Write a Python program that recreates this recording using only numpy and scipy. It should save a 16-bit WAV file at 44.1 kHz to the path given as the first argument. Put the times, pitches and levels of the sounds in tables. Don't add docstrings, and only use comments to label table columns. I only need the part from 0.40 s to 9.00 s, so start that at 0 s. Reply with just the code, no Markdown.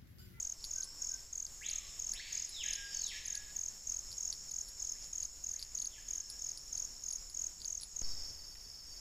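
import sys
import numpy as np
from scipy import signal
from scipy.fft import rfft, irfft
from scipy.io import wavfile
from scipy.ndimage import uniform_filter1d

SR = 44100
rng = np.random.default_rng(int(sys.argv[2]) if len(sys.argv) > 2 else 0)


def voltage_ratio(decibels):
    exponent = np.asarray(decibels, float) / 20
    return 10 ** exponent


def materialize(psi):
    bounded = np.clip(np.atleast_2d(psi).T, -1, 1)
    quanta = np.round(bounded * 32767).astype(np.int16)
    wavfile.write(sys.argv[1], SR, quanta)


N = 379337
CHANGE_S = 7.6185

# t/s, low singers level/dB, middle singers level/dB, high singers level/dB
CHORUS_SWELL = [(0.0, -60, -47, -54), (0.1, -64, -83, -63), (0.25, -57.5, -53, -66), (0.5, -54, -64, -58.5),
                (0.68, -52, -51, -61), (0.87, -64, -63.5, -64), (1.15, -66, -57, -61),
                (1.46, -58, -56, -60), (2.1, -56, -54.5, -59.5), (2.6, -53.5, -55.5, -61.5),
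                (3.18, -62.5, -57.5, -63), (3.9, -56.5, -55, -62), (4.55, -56.5, -54.5, -62.5),
                (4.87, -61, -57, -65), (5.73, -60.5, -57, -67.5), (5.9, -55.5, -56.5, -65.5),
                (6.7, -56.5, -56.5, -67), (7.0, -61, -57, -64)]


def in_time(rows):
    s, *columns = np.transpose(rows)
    return [np.interp(np.arange(N) / SR, s, c) for c in columns]


def rms_one(x):
    return x / np.sqrt(np.mean(x ** 2) + 1e-20)


def drift(rate):
    knots = rng.standard_normal(2000)
    return np.interp(np.arange(N) / SR * rate, np.arange(2000), knots)


def band(x, low_hz, high_hz, order=2):
    return signal.sosfilt(signal.butter(order, [low_hz, high_hz], "band", fs=SR, output="sos"), x)


def forest(x, t60, onset_s):
    t = np.arange(SR * 2) / SR
    response = rng.standard_normal(len(t)) * voltage_ratio(-60 * t / t60) * (1 - np.exp(-t / onset_s))
    return signal.fftconvolve(x, response / np.sqrt(np.sum(response ** 2)))[:N]


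def near_cricket():
    # t/s of first stroke, first stroke level/dB
    chirps = [(0.0045, 0.5), (0.314, 0.5), (0.6235, 1), (0.933, -2.5), (1.2658, 0), (1.599, 0.5),
              (1.9298, 0.5), (2.239, 0.5), (2.548, 0), (2.858, -0.5), (3.167, 0.5), (3.4749, 0),
              (3.7845, -1), (4.094, -7), (4.4026, -5), (4.735, -2), (5.045, 1), (5.354, 1), (5.687, -2.5),
              (5.9979, -6), (6.331, 0), (6.64, -2), (6.949, -1.5), (7.258, 0.5), (7.5683, 0)]
    stroke_gaps_ms = [24.82, 23.77, 22.4, 23.96, 24.9]
    # t/ms from its peak, f/Hz, level/dB
    wing_stroke = [
        (-6.8, 7040, -40),
        (-5.4, 6960, -7.5),
        (-3.4, 6810, -6),
        (-1.2, 6600, -2),
        (.4, 6430, 0),
        (2.0, 6240, -4),
        (3.2, 6120, -13),
        (4.6, 6050, -40),
    ]
    direct_db, overtone_db, echo_db = -31, -28, -13
    ms, pitch, level = np.transpose(wing_stroke)
    t = np.arange(-8, 6, 1000 / SR)
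    out = np.zeros(N + SR)
    for start, first_db in chirps:
        for k, lag in enumerate(np.cumsum([0] + stroke_gaps_ms)):
            late_ms, detune, loud_db, tilt = rng.standard_normal(4)
            phase = 2 * np.pi * np.cumsum(np.interp(t, ms, pitch) * (1 + 0.0031 * detune)) / SR
            level_db = np.interp(t, ms, level) + .6 * loud_db + .3 * tilt * t
            gain = voltage_ratio(level_db + first_db * (k == 0))
            overtone = voltage_ratio(overtone_db) * np.sqrt(gain) * np.sin(2 * phase)
            at = round((start + (lag + 0.45 * late_ms) / 1000) * SR)
            out[at:at + len(t)] += gain * (np.sin(phase) + overtone)
    direct = voltage_ratio(direct_db) * out[round(8 * SR / 1000):][:N]
    return direct + voltage_ratio(echo_db) * forest(direct, t60=0.11, onset_s=0.006)


def species(hz, fall_hz, spread_hz, per_s, lead_db, level_db, count=8):
    out = 0
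    for k in range(count):
        pace, start = rng.standard_normal(2)
        rate = per_s * (1 + .06 * pace * (k > 0) + .02 * drift(9))
        cycle = (start + np.cumsum(rate) / SR) % 1
        stroke = np.clip(cycle / .6, 0, 1)
        pitch = hz + spread_hz * drift(per_s) + fall_hz * (.5 - stroke)
        gain = voltage_ratio(lead_db * (k == 0) + 1.5 * drift(5) + 1.8 * drift(per_s))
        out = out + gain * np.sin(np.pi * stroke) * np.sin(2 * np.pi * np.cumsum(pitch) / SR)
    return voltage_ratio(level_db) * rms_one(out + voltage_ratio(-3.5) * forest(out, t60=0.35, onset_s=0.0053))


def day_chorus(swell):
    # f/Hz, fall per stroke f/Hz, spread f/Hz, stroke rate f/Hz, lead singer level/dB, level/dB
    singers = [
        (5400, 460, 165, 68.8, 7, 2.37),
        (6805, 600, 300, 48, -2, 2.5),
        (7547, 350, 110, 124, 1, 0.7),
    ]
    return sum(voltage_ratio(db) * species(*row) for db, row in zip(swell, singers))


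def dawn_trill():
    # t/s of first pulse top, number of pulses, peak level/dB
    runs = [(7.644, 1, -51), (7.725, 2, -51), (7.817, 1, -65), (7.854, 5, -51.5), (8.125, 1, -49),
            (8.176, 1, -50), (8.204, 1, -57), (8.44, 1, -69), (8.253, 4, -49), (8.491, 1, -55),
            (8.526, 1, -49), (8.572, 1, -51)]
    period_s, pulse_s, pitch_hz, bed_db = .0483, .034, 4607, -64
    tops = np.zeros(N)
    for s, pulses, peak_db in runs:
        count = round(pulses)
        at = np.round((s + period_s * np.arange(count)) * SR).astype(int)
        tops[at] = voltage_ratio(peak_db + 2.5 * rng.standard_normal(count))
    pulse_train = signal.fftconvolve(tops, np.hanning(round(pulse_s * SR)), "same")
    envelope = pulse_train + voltage_ratio(bed_db + 3.0 * drift(42))
    tone = envelope * np.sin(2 * np.pi * np.cumsum(pitch_hz + 18 * drift(40)) / SR)
    return voltage_ratio(-5.5) * tone + voltage_ratio(-13) * forest(tone, t60=.3, onset_s=.01)


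def dawn_chorus():
    # f/Hz, fall per stroke f/Hz, spread f/Hz, stroke rate f/Hz, lead singer level/dB, level/dB
    singers = [
        (5330, 420, 170, 67, -2, -53),
        (6620, 350, 120, 99, 1.9, -58),
        (7330, 600, 260, 51, 1.1, -65),
        (6020, 44, 30, 30, 3, -70),
    ]
    return sum(species(*row, count=5) for row in singers)


def upstrokes():
    # t/s from start, share of its span/1, level/dB
    course = [
        (0, 0.007, -47),
        (.013, 0.076, 0.5),
        (.03, 0.325, 3.5),
        (.044, 0.629, 5.5),
        (0.063, .84, 4),
        (.084, 0.953, 1),
        (.125, 0.998, -40),
    ]
    # t/s, top f/Hz, level/dB, dulling per kHz level/dB
    whistles = [
        (1.2, 4400, -53, 5.0),
        (1.722, 4800, -59.5, 0),
        (1.782, 4450, -57, 5.0),
        (4.537, 4000, -70, 9.0),
        (5.128, 4000, -70, 10.0),
    ]
    from_hz = 1420
    rise_s, rise_share, rise_db = np.transpose(course)
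    t = np.arange(0, rise_s[-1], 1 / SR)
    notes = []
    for s, top_hz, db, dull_db in whistles:
        pitch = from_hz + (top_hz - from_hz) * np.interp(t, rise_s, rise_share)
        dulling_db = dull_db * np.clip(pitch / 1000 - 2.3, 0, 3)
        notes.append((s, pitch, voltage_ratio(db + np.interp(t, rise_s, rise_db) - dulling_db)))
    return notes


def downstrokes():
    # t/s before the end, share of its span/1
    course = [(-.56, 1), (-.29, .885), (-.155, .74), (-.1, .565), (-.068, .38), (-.058, .25), (-.045, .075),
              (-.028, .015), (0, 0)]
    course_db = [-23, -6, -4, 1.5, 0, 0.5, -0.5, -4.5, -14.5]
    # end t/s, length t/s, floor f/Hz, top f/Hz, level/dB
    whistles = [
        (2.287, 0.25, 1647, 4834, -51.5),
        (2.766, .56, 1678, 5232, -54),
        (5.612, .2, 1650, 4800, -66),
    ]
    fade_in_s = .12
    fall_s, fall_share = np.transpose(course)
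    notes = []
    for end, length, floor_hz, top_hz, db in whistles:
        t = np.arange(-length, 0, 1 / SR)
        fade = np.clip((t + length) / fade_in_s, 0, 1) ** 2
        pitch = floor_hz + (top_hz - floor_hz) * np.interp(t, fall_s, fall_share)
        notes.append((end - length, pitch, fade * voltage_ratio(db + np.interp(t, fall_s, course_db))))
    return notes


def glides():
    # t/s, length t/s, from f/Hz, to f/Hz, level/dB
    eased = [
        (0.378, 0.25, 1284, 980, -70),
        (1.313, 0.27, 1337, 1070, -69.5),
        (1.81, .4, 4540, 5260, -60),
        (1.882, 0.14, 4260, 4400, -79),
    ]
    notes = []
    for s, length, from_hz, to_hz, db in eased:
        done = np.arange(0, length, 1 / SR) / length
        pitch = to_hz + (from_hz - to_hz) * (1 - done) ** 2.2
        notes.append((s, pitch, voltage_ratio(db) * np.minimum(1, 8 * np.minimum(done, 1 - done))))
    return notes


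def birds():
    far_below_db, far_screen = -62, 2.5
    direct, out, ruffle = np.zeros(N), np.zeros(N), drift(29.82)
    for s, pitch, gain in upstrokes() + downstrokes() + glides():
        at = round(s * SR) + np.arange(len(pitch))
        tone = gain * voltage_ratio(5.5 + 2.0 * ruffle[at]) * np.sin(2 * np.pi * np.cumsum(pitch) / SR)
        far = max(far_below_db - 20 * np.log10(gain.max()), 0)
        leaf_loss_db = 3.5 * np.clip(pitch / 1000 - 2.6, 0, 3)
        far_loss_db = far + far_screen * far * np.clip(pitch / 1000 - 2.2, 0, 3)
        direct[at] += tone * voltage_ratio(-leaf_loss_db - far_loss_db)
        out[at] += tone
    out = band(out, 1520, 9700, order=3)
    trunks = voltage_ratio(-2.5) * forest(out, t60=0.32, onset_s=0.0017)
    deep_forest = voltage_ratio(0.5) * forest(out, t60=1.22, onset_s=0.034)
    return voltage_ratio(-4.5 + 5.6 * drift(70)) * direct + trunks + deep_forest


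def held_notes():
    # t/s of top, f/Hz, peak level/dB, length t/s
    swells = [(0.404, 1550, -62, 0.14), (0.544, 1540, -73, 0.055), (0.626, 1550, -70, 0.074),
              (0.738, 1557, -66, 0.11), (1.025, 1570, -79.5, 0.36), (2.264, 1660, -58, 0.083),
              (2.436, 1627, -52, 0.22), (2.563, 1630, -60, 0.12), (2.687, 1627, -72, 0.16),
              (2.794, 1710, -65.5, 0.16), (2.33, 1610, -70, 0.11), (2.95, 1640, -63, 0.12),
              (2.886, 1695, -58, 0.054), (2.993, 1676, -59, 0.21), (3.08, 1664, -67, 0.14),
              (3.35, 1700, -79, .2), (4.35, 1600, -80, 0.63), (5.802, 1650, -67, 0.13),
              (5.93, 1642, -75, 0.4), (7.708, 3850, -72, .16), (0.476, 1550, -70, 0.088),
              (0.824, 1570, -76, .08), (3.16, 1684, -71.5, 0.26), (5.7, 1660, -83, .15),
              (7.81, 3620, -78, .16)]
    t, out, flutter, waver = np.arange(N) / SR, np.zeros(N), drift(45), np.cumsum(5 * drift(13)) / SR
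    for top, hz, db, length in swells:
        at = round((top - length / 2) * SR) + np.arange(round(length * SR))
        gain = np.hanning(len(at)) * voltage_ratio(db + 2.0 + 2.2 * flutter[at])
        out[at] += gain * np.sin(2 * np.pi * (hz * t[at] + waver[at]))
    return out + voltage_ratio(-11) * forest(out, t60=.5, onset_s=.01)


def ticks(s, db, hz, rise_ms, decay_ms, climb, shift_db):
    ms = np.arange(260) * 1000 / SR
    shape = (1 - np.exp(-ms / rise_ms)) ** 2 * np.exp(-ms / decay_ms)
    phase = 2 * np.pi * hz[:, None] * (ms + climb * (ms / 2 - decay_ms) * ms) / 1000
    lead = round(ms.searchsorted(2.2 * rise_ms))
    at = np.round(s * SR).astype(int)[:, None] + np.arange(len(ms)) - lead
    out = np.zeros(N)
    np.add.at(out, at, voltage_ratio(db + shift_db)[:, None] * shape / shape.max() * np.cos(phase))
    return out


def drips():
    # t/s, dull level/dB, bright level/dB, dull f/Hz, bright f/Hz
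    leaf_drops = [(0.2524, -44.5, -51, 5080.0, 11190.0), (0.381, -70.0, -53.0, 4060.0, 9660.0),
                  (0.4432, -42, -36.5, 4460.0, 9700), (1.2992, -33.5, -45, 4800, 10800),
                  (1.3044, -53, -45, 5250, 9800), (1.7367, -36.0, -37, 4800, 10500),
                  (2.093, -39, -37.5, 4760, 10300), (2.3357, -30.5, -40, 4950.0, 10100),
                  (2.6883, -37, -45, 4450, 10000.0), (2.864, -39, -40.5, 5000, 10500),
                  (2.9534, -31.5, -37.5, 4630, 10500), (4.112, -42, -43.5, 4560.0, 10900),
                  (4.2689, -56, -54.0, 4990.0, 11240.0), (4.287, -44, -41, 4510.0, 10900),
                  (4.5171, -57, -53.0, 5120.0, 11010.0), (4.8347, -41, -47, 4670, 10620.0),
                  (5.1351, -45, -52, 5580.0, 10900.0), (5.4185, -37.5, -43, 4330.0, 10600),
                  (5.4565, -35, -39.0, 4600, 10100), (5.901, -33.5, -35, 4960, 10330),
                  (6.0882, -49.0, -56, 5140.0, 10870.0), (6.1751, -34, -38, 4970, 9680.0),
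                  (6.375, -40.5, -46, 4550.0, 9870.0), (6.6892, -48.0, -52, 5820.0, 10470.0),
                  (6.706, -41, -47, 4900, 9840.0), (6.7266, -39, -37, 4730.0, 9900),
                  (6.8993, -40.5, -42, 4800, 10500), (7.4113, -46, -40, 4130.0, 10300),
                  (7.4193, -39, -42, 4800, 10100), (7.4341, -34.5, -32.5, 4340, 9900.0)]
    # t/s, dull level/dB, bright level/dB, dull f/Hz, bright f/Hz
    litter_drops = [(0.0456, -49.0, -61.5, 5060.0, 9300.0), (0.2064, -46.5, -60.0, 4580.0, 10610.0),
                    (0.2422, -30, -41, 4570, 10880.0), (0.249, -38, -46, 4400, 10860.0),
                    (0.4255, -38.5, -51, 4460, 10500), (1.0668, -36.5, -51, 4900, 11040.0),
                    (2.3294, -47, -50, 4880.0, 11010.0), (2.3534, -43.0, -53, 3960.0, 10850.0),
                    (2.681, -41.5, -45, 4810.0, 10160.0), (2.8837, -41.5, -57, 5670.0, 11380.0),
                    (3.1032, -49, -66.5, 4490.0, 10800), (3.7173, -39.5, -51, 4600, 10990.0),
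                    (3.728, -37, -51.5, 4890.0, 10880.0), (3.9047, -36, -63, 5610.0, 10430.0),
                    (3.9273, -30, -40.5, 4570, 10300), (4.4467, -48, -66.0, 4300.0, 10040.0),
                    (4.4691, -44.5, -56.0, 4830.0, 11190.0), (4.6258, -38, -64.0, 5530.0, 10360.0),
                    (4.643, -42.5, -52, 4920.0, 10170.0), (4.825, -45.0, -62, 4800.0, 10310.0),
                    (5.1942, -37.0, -45, 4570, 11340.0), (5.199, -40, -48, 4590.0, 10000),
                    (5.2161, -41.0, -49.5, 4350.0, 11300.0), (5.2268, -28.0, -41.5, 4800, 10300),
                    (5.3871, -38.5, -51, 4580.0, 9770.0), (6.104, -42.0, -56.5, 5000, 11090.0),
                    (7.2037, -42.5, -59, 4610.0, 10330.0), (7.218, -35, -51, 4630, 10280.0),
                    (7.2469, -32.5, -47, 4670, 10100), (7.4001, -41.5, -67.0, 5040, 12110.0),
                    (7.43, -41.0, -68, 4870.0, 9180.0)]
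    # later t/s, dull level/dB, bright level/dB
    droplets = [
        (.007, -34, -22),
        (.012, -20, -18),
    ]
    # rise t/ms, decay t/ms, pitch climb per ms, level/dB
    bright_tick = (.17, .5, .02, 1.0)
    dull_tick = (.22, .75, .05, 0.5)
    leaf, litter = np.array(leaf_drops), np.array(litter_drops)
    scatter = [0.0025, 4, 4, 200, 500]   # s, dB, dB, Hz, Hz
    spray = [leaf + [*droplet, 0, 0] + scatter * rng.standard_normal(leaf.shape) for droplet in droplets]
    s, dull_db, bright_db, dull_hz, bright_hz = np.vstack([leaf, litter] + spray).T
    high = ticks(s, bright_db, bright_hz, *bright_tick)
    low = ticks(s, dull_db, dull_hz, *dull_tick)
    snap = np.zeros(N)
    snap[np.round((s - .0003) * SR).astype(int)] = voltage_ratio(dull_db - 13)
    low = band(low, 2100, 11000) + band(snap + 1e-18, 1000, 8500)
    splash = forest(voltage_ratio(-1.5) * high + voltage_ratio(-11.5) * low, t60=0.053, onset_s=0.0014)
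    return high + low + splash + voltage_ratio(-17.0) * forest(high + low, t60=0.22, onset_s=0.01)


def ring(clicks, modes):
    out = 0
    for hz, level_db, t60 in modes:
        r, w = voltage_ratio(-60 / (t60 * SR)), 2 * np.pi * hz / SR
        mode = signal.lfilter([0, np.sin(w)], [1, -2 * r * np.cos(w), r * r], clicks + 1e-18)
        out = out + voltage_ratio(level_db) * mode
    return out


def footfalls():
    # t/s, level/dB
    steps = [
        (8.152, -42),
        (8.2, -50),
    ]
    # f/Hz, level/dB, t60 t/s
    leaf_modes = [
        (1960, 4, .012),
        (2700, 6, .012),
        (3600, 1, .008),
    ]
    pats = np.zeros(N)
    for s, db in steps:
        pats[round(s * SR)] = voltage_ratio(db - 13)
    return forest(ring(pats, leaf_modes), t60=0.028, onset_s=0.0017)


def canopy(low_db):
    level_db = -64 + 0.22 * (low_db - low_db.mean()) + 0.37 * drift(8.9)
    return voltage_ratio(level_db) * rms_one(band(rng.standard_normal(N), 4390, 7100, order=3))


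def thin_buzzer():
    # t/s, length t/s
    buzzes = [(.4, 0.085), (.66, 0.072), (0.938, 0.053), (1.189, 0.07), (1.493, 0.045), (1.666, 0.065),
              (2.397, 0.083), (2.66, 0.11), (3.19, 0.12), (3.677, 0.12), (4.19, 0.12), (4.667, 0.12),
              (5.247, 0.076), (5.68, .12), (6.19, 0.15), (6.677, .1), (7.19, 0.13), (8.12, 0.18)]
    t = np.arange(N) / SR
    on = uniform_filter1d(sum(1. * (t > s) * (t < s + length) for s, length in buzzes), size=400)
    return voltage_ratio(-73 + 3.8 * drift(30)) * on * np.sin(2 * np.pi * 11132 * t)


def hiss():
    # f/Hz, level/dB per Hz
    spectrum = [(12, 2.5), (30, 1.5), (60, -5), (125, -17), (300, -23), (1000, -27.5), (2500, -31),
                (4500, -31), (8500, -34.5), (15500, -39.5)]
    hz, level = np.transpose(spectrum)
    bins = np.arange(N // 2 + 1) * SR / N + 1
    colour = voltage_ratio(np.interp(np.log(bins), np.log(hz), level))
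    return voltage_ratio(-57) * rms_one(irfft(rfft(rng.standard_normal(N)) * colour, N))


def floor_gain(share):
    # t/s, level/dB
    gain_slips = [(.19, -2.5), (.88, -3.5), (1.1, 1.5), (3.42, -2), (4.0, -1.5), (4.921, -3.5),
                  (5.29, -1.5), (5.57, -3.5), (5.72, 0), (5.85, -3), (6.42, 1), (7.16, -3), (7.38, -1.5),
                  (7.52, -4.5)]
    slip_s = 0.11
    low, t = in_time(CHORUS_SWELL)[0], np.arange(N) / SR
    slips = sum(db * np.clip(1 - 2 * np.abs(t - s) / slip_s, 0, 1) for s, db in gain_slips)
    return voltage_ratio(share * (0.074 * (low - low.mean()) + slips))


def scene():
    swell = in_time(CHORUS_SWELL)
    day = near_cricket() + day_chorus(swell) + canopy(swell[0]) + birds()
    dawn = dawn_chorus() + dawn_trill() + footfalls()
    mono = np.where(np.arange(N) / SR < CHANGE_S, day, dawn)
    mono = mono + held_notes() + thin_buzzer() + drips() + floor_gain(share=1.0) * hiss()
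    return np.array([mono, mono])


def low_pass(x):
    return signal.sosfilt(signal.butter(12, 15720, fs=SR, output="sos"), x)


def record(dry):
    # t/s, level/dB
    settling = [
        (7.62, 5.5),
        (7.8, 5.5),
        (7.95, 2),
        (8.15, -2.2),
        (8.6, 0.5),
    ]
    offset_rise_s, offset_fall_s, rumble_s = 0.024, 0.11, 0.33
    since = np.clip(np.arange(N) / SR - CHANGE_S, 0, None)
    gain = np.where(since > 0, voltage_ratio(in_time(settling)[0]), 1)
    offset = -0.03 * (np.exp(-since / offset_fall_s) - np.exp(-since / offset_rise_s))
    step = 0.012 * (since > 0) * np.exp(-since / 0.013)
    shake = since / rumble_s * np.exp(1 - since / rumble_s)
    rumble = voltage_ratio(-65) * shake * rms_one(band(rng.standard_normal(N), 18, 76))
    converter = voltage_ratio(-65) * floor_gain(share=1) * rng.standard_normal(N)
    x = dry * gain + offset + step + rumble + converter
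    x = x * voltage_ratio(1.0 * drift(17))
    x = signal.sosfilt(signal.cheby2(18, 40, 15600, fs=SR, output="sos"), x)
    return low_pass(x)


dry = scene()
out = record(dry)
materialize(out)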